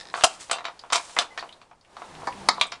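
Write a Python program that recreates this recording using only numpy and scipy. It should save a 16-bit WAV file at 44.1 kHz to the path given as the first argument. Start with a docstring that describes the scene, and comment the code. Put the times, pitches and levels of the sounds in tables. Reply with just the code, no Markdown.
"""A small room, just above a wooden handloom at work.
A cord creaks by stick-slip, the picker throws the shuttle, the beater and frame clack and loose parts
knock: each impact excites the resonances of the wood. The yarn swishes by friction.
Then the shuttle is drawn out with a low rumble and set down with two hard taps."""
import sys
import numpy as np
from scipy import signal
from scipy.fft import rfft, irfft, next_fast_len
from scipy.io import wavfile
from scipy.ndimage import uniform_filter1d, map_coordinates

SR = 44100
rng = np.random.default_rng(int(sys.argv[2]) if len(sys.argv) > 2 else 0)


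def to_wav(sig):
    """Store sig (one row per channel, or 1-D mono) as 16-bit WAV at the path in sys.argv[1].

    Samples outside -1..1 are clipped; the rate is SR.
    """
    pcm = np.clip(np.atleast_2d(sig), -1, 1) * 32767
    pcm = np.round(pcm).astype(np.int16)
    wavfile.write(sys.argv[1], SR, pcm.T)  # frames by channels


N = 123479
SIZE = 16384
HZ, T = np.fft.rfftfreq(SIZE, 1 / SR), np.arange(SIZE) / SR

# spectra of the sources and of the treble loss: (frequency [Hz], level [dB])
AMBIENT_TONE = [(50, 0.5), (300, -8.5), (800, -7), (2000, -20), (10000, -35)]
SWISH_TONE = [(100, -20.5), (1800, -3), (8000, 0.5), (11200, -9.5)]
SCRAPE_TONE = [(100, -13.5), (900, 2), (1300, -6), (2200, -11.5), (4200, -14.5), (10200, -22)]
RUMBLE_TONE = [(25, -6.5), (150, -1), (380, -1.5), (900, -32.5), (3000, -65)]
CORD_TONE = [(300, -9.5), (1000, -5.5), (5000, -7.5), (9000, -17.5)]
ROLL_OFF = [(10200, 0), (11000, -23), (12200, -15.5), (13500, -45)]
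# reverberation time: (frequency [Hz], t60 [s])
ROOM_T60 = [(150, 0.83), (700, 0.27), (1100, 0.43), (4000, 0.27), (10000, 0.18)]
# yarn rubbing: (time [s], level [dB])
SWISH = [(0, -52), (.1, -69), (.17, -43), (.355, -48), (.39, -56.5), (.41, -40.5), (.46, -50), (.72, -81),
         (.89, -69), (1.0, -45), (1.15, -49), (1.45, -87.5), (1.8, -75.5)]
# wood sliding on wood: (time [s], scrape [dB], rumble [dB])
SLIDE = [(0, -51, -63), (.35, -52.5, -63.5), (.8, -56, -74), (1.45, -50.5, -66.5), (1.8, -68.5, -76),
         (1.93, -55.5, -69.5), (1.98, -49, -69.5), (2.16, -46, -51), (2.48, -43, -49.5), (2.56, -46, -60),
         (2.8, -57, -61.5)]
# parts that ring on: (time [s], pitch [Hz], level [dB], rise [s], t60 [s])
RINGS = [(1.305, 2026, -33.5, .02, .11), (2.119, 155.7, -41, .04, 0.45), (2.276, 978, -28, .005, 0.25),
         (2.341, 197.4, -38.5, .06, 0.93)]
# slips of the cord: (time [s], level [dB])
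SLIPS = [(.001, -18.5), (.011, -16), (.032, -26.5), (0.054, -22.5), (0.0708, -22.5), (0.0865, -23),
         (0.1, -22)]
# small parts: (time [s], level [dB], pitch [Hz])
TICKS = [(0.147, -9, 4500), (0.221, -1, 2850), (0.792, -10, 4730), (1.392, -6, 4460), (1.407, -11, 4000),
         (1.49, -12.5, 3140), (1.525, -12.5, 3790), (1.81, -26.5, 4540), (1.847, -22, 2810),
         (2.324, -7, 2400), (2.574, -16, 3870), (2.597, -8, 3950), (2.667, -18, 8160), (2.718, -7.5, 5450)]
# loose parts: (time [s], level [dB], relative treble [dB])
KNOCKS = [(.156, 4, -18), (0.175, 1.5, -16), (0.184, -1, -23), (.196, -10.5, -5), (.209, -0.5, -5),
          (.497, 1.5, -13), (.559, 1, -23), (.584, -1, -12), (.606, -4.5, -16), (0.643, -6.5, -7),
          (0.652, 2, -4), (.683, 0.5, -16.5), (.837, -7, -25), (.851, -11, -27), (0.901, -3.5, -6.5),
          (1.095, -12, -13.5), (1.425, 0.5, -21), (1.442, -8.5, -33), (1.615, -16.5, -6.5),
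          (1.712, -11, -25), (1.967, -3, -16), (2.018, 0.5, -26.5), (2.15, -17.5, -2), (2.219, -7, -26),
          (2.231, 1, -53), (2.58, 5, -46), (2.652, -2, -22), (2.721, -1, -4.5)]
# resonances, or hollows where negative: (frequency [Hz], width [Hz], gain [dB])
CORD_MODES = [(1800, 150, 20), (3800, 400, 19), (5110, 620, 18)]
FRAME_MODES = [(488, 45, 3), (693.5, 45.6, 12.5), (1120, 400, 6), (1371, 100, 4.5), (2460, 91, 1.5),
               (3090, 70, 5), (3690, 350, 4)]
BOX_MODES = [(695, 49.7, 23), (1063, 60, 4.5), (1325, 28, 12.5), (2000, 290, -7), (4126, 37, 2),
             (5054, 120, 7.5)]
SHUTTLE_BODY_MODES = [(890, 100, 11.5), (1040, 78, 14.5), (1270, 91, 12.5), (1940, 420, 14),
                      (2220, 78, 19.5), (2780, 910, -10.5), (4340, 490, 18), (4560, 420, 19),
                      (4810, 420, 14.5)]
SHUTTLE_END_MODES = [(645, 40, 12.6), (985, 63, 8.9), (1171, 28, 11.8), (2630, 46, 9.6), (3100, 150, 9),
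                     (3690, 340, 15.3)]
# bands of a blow, from sub-bass, bass and middle to presence, treble, top and edge: (frequency [Hz])
BANDS = [40, 250, 1000, 2300, 4500, 8200, 10300]
# hard blows: (time [s], level [dB], ping [Hz], presence [dB], treble [dB], top [dB],
# contact decay [s], reflections [dB]); the bands are relative to the middle
PICKER_BLOWS = [(0.2367, 18.7, 1306, -1.5, 2, -7.5, 0.01, -11.5),
                (0.2409, 20.5, 3123, 0.57, -2, 2.5, 0.012, -14)]
BEATER_CLACKS = [(0.1403, 6.5, 1080, -4, -17.5, -31, 0.0053, -5.5),
                 (0.5119, 11, 8100, -2, -6, -9, 0.014, -5.5), (.530, 4, 2800, -8.5, -4, -18, 0.011, 0),
                 (0.923, 11, 1260, -7.5, -4, -8.5, 0.025, -5.5),
                 (.930, 11, 1297, -1.5, -1.5, -2.5, 0.012, -4),
                 (0.946, 4.5, 2330, -1, 3.5, -4.5, 0.026, -5), (.956, 8, 950, -2, 4.5, -2, 0.015, -4.5),
                 (0.978, 2.5, 958, -2.5, -17, -12, 0.015, -4), (1.1649, 8, 2013, -5, -19, -22.5, 0.012, 0),
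                 (1.1875, 14, 3425, -1.5, 1.5, -8.5, 0.0094, -5.5),
                 (1.208, 4, 4300, -9, -17.5, -12.5, 0.02, 2.5),
                 (1.376, 0.5, 1815, -1.5, -7.5, -18.5, 0.0098, 0)]
SHUTTLE_BODY_TAPS = [(2.271, 7.7, 796, -18, -29, -22.5, 0.02, -4.5),
                     (2.4872, 21, 1170, -13, -11.5, -16, .006, -14)]
SHUTTLE_END_TAPS = [(2.612, 14.23, 2403, -1.4, -5, -13.5, 0.0081, -6)]


def amp(db):
    """Amplitude ratio of a level in decibels."""
    return 10 ** (np.asarray(db) / 20)


def along(points, hz):
    """Interpolation of (frequency, value) points on a logarithmic axis."""
    freqs, values = np.transpose(points)
    return np.interp(np.log(hz + 1), np.log(freqs + 1), values)


def curves(rows):
    """Piecewise linear envelopes, one for each column after the time."""
    times, *columns = np.transpose(rows)
    return [np.interp(np.arange(N) / SR, times, column) for column in columns]


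def add(track, s, x):
    """Superposition: x joins the track from time s on."""
    i = max(0, round(s * SR))
    track[i:i + len(x)] += x[:N - i]


def minimum_phase(gain):
    """Causality: folding the cepstrum gives the minimum-phase response with this gain."""
    cepstrum = irfft(np.log(np.maximum(gain, 1e-6)))
    cepstrum[1:SIZE // 2] *= 2
    cepstrum[SIZE // 2 + 1:] = 0
    return np.exp(rfft(cepstrum))


def whiten(x, bins):
    """Whitening: the spectrum of x with its broad colour levelled out."""
    spectrum = rfft(x)
    power = np.abs(uniform_filter1d(np.abs(spectrum) ** 2, bins))
    return spectrum * minimum_phase(1 / np.sqrt(power + 1e-12))


def noise(tone):
    """Spectral shaping: coloured noise of rms 1."""
    m = next_fast_len(N + SIZE)
    gain = amp(along(tone, np.fft.rfftfreq(m, 1 / SR)))
    x = irfft(rfft(rng.standard_normal(m)) * gain, m)[:N]
    return x / x.std()


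def wobble(rate):
    """Random modulation: a smooth curve with rate knots a second."""
    return map_coordinates(rng.standard_normal(4096), [np.arange(N) * rate / SR], mode="mirror")


def ambience(level_db=-65.5):
    """Background noise: faint, steady and strongest in the bass."""
    return amp(level_db) * noise(AMBIENT_TONE)


def reverberation(x, level_db=-22.5):
    """Diffuse sound in the room decays exponentially, the treble first."""
    hz, t, spectra = signal.stft(rng.standard_normal(SR // 2), SR, nperseg=256)
    decay = amp(-60 * t / along(ROOM_T60, hz)[:, None])
    tail = signal.istft(spectra * decay, SR, nperseg=256)[1][:SIZE] * np.minimum(T / 0.005, 1)
    return amp(level_db) * signal.fftconvolve(x, tail / np.linalg.norm(tail))[:N]


def early_reflections(delay_s=0.0033, t60=0.11, clump_db=4):
    """Reflection from the frame and near walls: the spectrum of a burst of uneven echoes."""
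    echoes, knots = rng.standard_normal((2, SIZE))
    clumps = np.interp(T, T * 64, knots)
    onset = np.clip(T / delay_s - 1, 0, 1)
    return whiten(echoes * amp(clump_db * clumps - 60 * T / t60) * onset, bins=200)


def yarn_swish():
    """Friction: yarn rubs in small catches that modulate a hiss."""
    level_db, = curves(SWISH)
    return amp(level_db + wobble(70) + 1.8 * wobble(600)) * noise(SWISH_TONE)


def sliding_wood():
    """Sliding friction: wood scrapes and rumbles, most as the shuttle is drawn out."""
    scrape_db, rumble_db = curves(SLIDE)
    scrape = amp(scrape_db + .8 * wobble(84)) * noise(SCRAPE_TONE)
    return scrape + amp(rumble_db) * noise(RUMBLE_TONE)


def ringing_wood(waver=0.012):
    """Damped free vibration: faint, slightly wavering tones linger in the wood."""
    out = np.zeros(N)
    for s, hz, db, rise, t60 in RINGS:
        cycles = np.cumsum(hz * (1 + waver * wobble(70)[:SIZE])) / SR
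        envelope = amp(db - 60 * T / t60) * (1 - np.exp(-T / rise))
        add(out, s, envelope * np.sin(2 * np.pi * cycles))
    return out


def resonance(hz, width):
    """Lorentzian power response of one mode."""
    return 1 / (1 + (2 * (HZ - hz) / width) ** 2)


def strike(modes, tone, contact_s, reflect_db, spot_db=3.5, spot_hz=170.4):
    """Source and filter: a brief rough contact excites a body's modes, and near walls reflect it."""
    peaks = np.sqrt(1 + sum(amp(2 * db) * resonance(hz, width) for hz, width, db in modes if db >= 0))
    hollows = amp(sum(db * resonance(hz, width) for hz, width, db in modes if db < 0))
    age = np.minimum(T / contact_s * np.log(1000), 50)
    contact = whiten(rng.standard_normal(SIZE) * age * np.exp(-age), bins=40)
    # the colour depends on the spot that is struck
    spot = np.interp(HZ / spot_hz, np.arange(SIZE), rng.standard_normal(SIZE)) * np.minimum(HZ / 2000, 1)
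    body = minimum_phase(peaks * hollows * amp(along(tone, HZ) + spot_db * spot))
    return irfft(contact * body * (1 + amp(reflect_db) * early_reflections()))


def wood_tone(bass, presence, treble, top):
    """Spectral envelope of a blow: (frequency [Hz], level [dB])."""
    return list(zip(BANDS, [bass - 16, bass, 0, presence, treble, top, top - 12]))


def cord_creak():
    """Stick-slip: a taut cord gives way in single ticks."""
    out = np.zeros(N)
    for s, db in SLIPS:
        add(out, s, amp(db) * strike(CORD_MODES, CORD_TONE, contact_s=0.0025, reflect_db=-7.5))
    return out


def small_ticks(mode_db=7.5):
    """Resonance: light parts rattle, each at its natural frequency."""
    out = np.zeros(N)
    for s, db, hz in TICKS:
        tone = [(hz / 10, -35), (hz, 0), (hz * 2, -20.5)]
        add(out, s, amp(db) * strike([(hz, hz / 10, mode_db)], tone, contact_s=0.017, reflect_db=-7))
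    return out


def loose_knocks():
    """Impact of loose parts on the frame: the loud ones are nearer, so direct sound dominates more."""
    out = np.zeros(N)
    for s, db, treble in KNOCKS:
        tone = wood_tone(bass=-15.5, presence=0.57 * treble, treble=treble, top=treble - 15)
        knock = strike(FRAME_MODES, tone, contact_s=.012, reflect_db=-2.5 - .5 * max(db, 0))
        add(out, s, amp(db) * knock)
    return out


def hard_blows(ping_q=20, ping_db=12):
    """Modal excitation: blows on the shuttle box, frame and shuttle each favour one resonance."""
    out = np.zeros(N)
    for modes, bass_db, blows in ((BOX_MODES, -9.5, PICKER_BLOWS),
                                  (FRAME_MODES, -14, BEATER_CLACKS),
                                  (SHUTTLE_BODY_MODES, -7, SHUTTLE_BODY_TAPS),
                                  (SHUTTLE_END_MODES, -14, SHUTTLE_END_TAPS)):
        for s, db, hz, presence, treble, top, contact_s, reflect_db in blows:
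            ping = (hz, hz / ping_q, ping_db)
            tone = wood_tone(bass_db, presence, treble, top)
            add(out, s, amp(db) * strike(modes + [ping], tone, contact_s, reflect_db))
    return out


def scene():
    """Superposition of the loom's transients, their reverberation and the quieter sustained sounds."""
    transients = hard_blows() + loose_knocks() + small_ticks() + cord_creak()
    loom = transients + reverberation(transients) + ringing_wood() + yarn_swish() + sliding_wood()
    return (loom + ambience())[None]


def record(dry):
    """Saturation and band limiting: the highest peaks are rounded off and the top octave is dulled."""
    ceiling, limit_hz = 0.47, 16640
    rounded = dry / (1 + np.abs(dry / ceiling) ** 8) ** (1 / 8)
    m = next_fast_len(N + SIZE)
    hz = np.fft.rfftfreq(m, 1 / SR)
    low_pass = amp(along(ROLL_OFF, hz)) * (hz < limit_hz)
    return irfft(rfft(rounded, m) * low_pass, m)[:, :N]


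dry = scene()
out = record(dry)
to_wav(out)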